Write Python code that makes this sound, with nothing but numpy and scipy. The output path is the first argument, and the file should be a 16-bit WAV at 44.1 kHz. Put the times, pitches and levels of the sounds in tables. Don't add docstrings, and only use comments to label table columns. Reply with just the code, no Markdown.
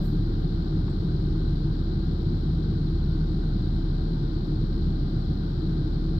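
import sys
import numpy as np
from scipy.fft import rfft, irfft, next_fast_len
from scipy.io import wavfile
from scipy.ndimage import map_coordinates

SR = 44100
rng = np.random.default_rng(int(sys.argv[2]) if len(sys.argv) > 2 else 0)


def inscribe(sig):
    pcm = np.round(np.clip(np.atleast_2d(sig).T, -1, 1) * 32767)
    wavfile.write(sys.argv[1], SR, pcm.astype(np.int16))


N = 272979


# multiple of the firing rate, relative level in dB.
FIRING_PARTIALS = [(.5, -28.5), (1, -0.5), (2, -9.5), (4, -16), (9, -25.5), (10, -28.5)]

def engine(idle_hz=36.12, idle_db=-27, fade_db_per_hz=5, waver_db=2):
    rise_hz = surge_hz()
    phase = 2 * np.pi * np.cumsum(idle_hz + rise_hz) / SR
    throb = 0
    for multiple, db in FIRING_PARTIALS:
        gain = amp(db + waver_db * (multiple != 1) * wobble(7))
        throb += gain * np.sin(multiple * phase + rng.uniform(0, 2 * np.pi))
    return np.sqrt(2) * amp(idle_db - fade_db_per_hz * rise_hz) * throb


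# peak time in seconds, length in seconds, rise of the firing rate in Hz.
IDLE_SURGES = [(0.865, 1.154, 0.78), (2.105, 1.485, 0.38), (2.692, 0.61, 0.78), (4.35, 0.8, 0.46),
               (5.55, 1.47, 0.56)]

def surge_hz():
    return sum(rise_hz * np.cos(np.pi * np.clip((clock() - peak_s) / length_s, -.5, .5)) ** 2
               for peak_s, length_s, rise_hz in IDLE_SURGES)


# frequency in Hz, relative density in dB.
RUMBLE_SPECTRUM = [(20, -24.5), (32, -11), (48, -4.5), (62, -1), (105, 0.0), (128, -2.0), (160, -0.5),
                   (205, -5.5), (235, -10), (270, -11), (320, -6), (400, -18.5), (500, -27), (750, -78)]
# frequency in Hz, left over right in dB.
RUMBLE_BALANCE = [(120, -0.5), (170, 1.3), (320, 1), (400, 6.5), (500, 3)]
# frequency in Hz, correlation.
RUMBLE_CORRELATION = [(60, 0.99), (140, 1), (200, 0.96), (310, 0.95), (400, .85), (480, 0.13), (700, 0.052)]
# centre in Hz, width in Hz, relative level in dB,
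# left over right in dB, left lead in radians.
CABIN_MODES = [(142.4, 9, -36.5, 1, 0), (160.5, 14, -35, 0, .1), (204.4, 9, -47, 1, .1),
               (321.3, 29.3, -41.5, 1, 0.055), (444.5, 18, -55, 10, 0.26)]

def rumble(body_db=-28, boom_trim_db=-1, swell_db=-0.33):
    body = amp(body_db) * rush(RUMBLE_SPECTRUM, RUMBLE_BALANCE, RUMBLE_CORRELATION)
    boom = amp(boom_trim_db) * modes(CABIN_MODES)
    return (body + boom) * amp(swell_db * wobble(2.3))


# frequency in Hz, relative density in dB.
DRAUGHT_SPECTRUM = [(260, -33.5), (450, -14.5), (496, -22), (555, -8), (645, -7), (749, -12.5), (952, -11),
                    (1520, -16), (1760, -19.5), (2700, -28.5), (3510, -66.5), (5940, -120)]
HISS_SPECTRUM = [(1800, -57), (2650, -23), (3000, -11.0), (3500, -6.5), (4100, 0.5), (4600, -5.0),
                 (5500, -14.5), (6200, -27.5), (6900, -28), (7700, -26.5), (8500, -43.5), (9500, -70.5)]
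# frequency in Hz, left over right in dB.
HISS_BALANCE = [(2500, 5.7), (3000, 12), (3500, 18), (4100, 26), (4600, 23), (5500, 18), (6200, 17),
                (7600, 14), (8600, 4)]
# centre in Hz, width in Hz, relative level in dB,
# left over right in dB, left lead in radians.
DUCT_MODES = [(547, 42, -57.5, 3.5, 1.67), (751.5, 58, -57, -3.5, 1.5), (883, 47, -65.5, -9.5, -1.5),
              (1037, 86, -61.5, -0.5, -2.5), (1217, 80, -65, -5, -1), (1378, 75, -62, 2, -2),
              (1488, 44, -59.5, 1, -2), (1600, 54, -67, -3, 0.54), (1786, 76, -72, -3.5, -2),
              (1950, 110, -72, 6, 4)]

def blower(draught_db=-54, duct_trim_db=-1, hiss_db=-52.5):
    draught = amp(draught_db) * rush(DRAUGHT_SPECTRUM)
    hum = amp(duct_trim_db) * modes(DUCT_MODES)
    hiss = amp(hiss_db) * rush(HISS_SPECTRUM, HISS_BALANCE)
    return draught + hum + hiss


# frequency in Hz, relative density in dB.
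RUSTLE_SPECTRUM = [(2000, -30.5), (3800, -2.5), (6300, -15), (7700, -5.5), (9000, -13), (11800, -3.5),
                   (14000, -2.5), (16000, -10.5)]

def finger_slide(peak_s=0.056, attack_s=0.06, stroke_db=-62, stroke_t60_s=0.22,
                 drag_db=-68, drag_t60_s=1.3):
    age_s = clock() - peak_s
    attack = np.clip(1 + age_s / attack_s, 0, 1)
    decay_s = np.maximum(age_s, 0)
    stroke = amp(stroke_db - 60 * decay_s / stroke_t60_s)
    drag = amp(drag_db - 60 * decay_s / drag_t60_s)
    return attack * (stroke + drag) * rush(RUSTLE_SPECTRUM) * placed(side_db=-9)


# start in seconds, level in dB, centre in Hz, width in Hz,
# 60 dB decay time in seconds, left over right in dB.
GRIP_TICKS = [(.004, -41, 606, 120, 0.14, 5), (0.879, -38.5, 1100, 483, 0.038, 7),
              (.896, -66.5, 7530, 503, .12, -8), (1.556, -60, 12040, 5000, .016, -6)]

def grip_ticks(attack_s=0.002):
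    out = np.zeros((2, N))
    for start_s, db, centre_hz, width_hz, t60_s, side_db in GRIP_TICKS:
        age_s = np.maximum(clock() - start_s, 0)
        attack = 1 - np.exp(-(age_s / attack_s) ** 2)
        decay = amp(db - 60 * age_s / t60_s)
        out += attack * decay * resonance(centre_hz, width_hz, side_db)
    return out


# frequency in Hz, relative density in dB.
MIC_SPECTRUM = [(6000, -11), (8500, -13), (10400, -12), (11600, 0.5), (13000, -4), (15700, 0.5)]

def camera_noise(noise_db=-72.5, whine_hz=11652, whine_db=-93):
    whine = amp(whine_db) * resonance(whine_hz, width_hz=8, side_db=-3)
    return amp(noise_db) * rush(MIC_SPECTRUM) + whine


def modes(table):
    return sum(amp(db) * resonance(centre_hz, width_hz, side_db, lead_rad)
               for centre_hz, width_hz, db, side_db, lead_rad in table)


def resonance(centre_hz, width_hz, side_db, lead_rad=0):
    peak = lambda hz: 1j * hz * width_hz / (centre_hz ** 2 - hz ** 2 + 1j * hz * width_hz)
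    skirt = lambda hz: 1 / (1 + ((hz - centre_hz) / (2 * width_hz)) ** 2)
    sides = placed(side_db) * np.exp(np.array([[.5j], [-.5j]]) * lead_rad)
    return unit(filtered(rng.standard_normal(N), lambda hz: peak(hz) * skirt(hz) * sides))


def rush(spectrum, balance=((1000, 0),), correlation=((1000, 0),)):
    mix_rad = lambda hz: np.arccos(np.clip(along(correlation, hz), -1, 1)) / 2
    colour = lambda hz: amp(along(spectrum, hz)) * [np.cos(mix_rad(hz)), np.sin(mix_rad(hz))]
    mid, side = filtered(rng.standard_normal((2, N)), colour)
    stereo = np.array([mid + side, mid - side])
    return unit(filtered(stereo, lambda hz: placed(along(balance, hz))))


def filtered(x, response):
    size = next_fast_len(N + SR // 2)
    hz = np.fft.rfftfreq(size, 1 / SR)
    return irfft(rfft(x, size) * response(hz), size)[..., :N]


def placed(side_db):
    gains = amp(np.array([[.5], [-.5]]) * side_db)
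    return gains / np.sqrt(np.mean(gains ** 2, axis=0))


def wobble(knots_per_s):
    knots = rng.standard_normal(int(N * knots_per_s / SR) + 4)
    return map_coordinates(knots, [clock() * knots_per_s])


def along(points, hz):
    knots_hz, values = np.transpose(points)
    return np.interp(np.log(hz + 1), np.log(knots_hz + 1), values)


def amp(db):
    return 10 ** (np.asarray(db) / 20)


def unit(x):
    return x / np.sqrt(np.mean(x ** 2) + 1e-20)


def clock():
    return np.arange(N) / SR


def scene():
    return engine() + rumble() + blower() + finger_slide() + grip_ticks()


def record(dry, top_hz=15760, fade_s=0.002):
    edge_s = np.minimum(clock(), clock()[::-1])
    fade = np.minimum(edge_s / fade_s, 1)
    return filtered(fade * (dry + camera_noise()), lambda hz: hz < top_hz)


dry = scene()
out = record(dry)
inscribe(out)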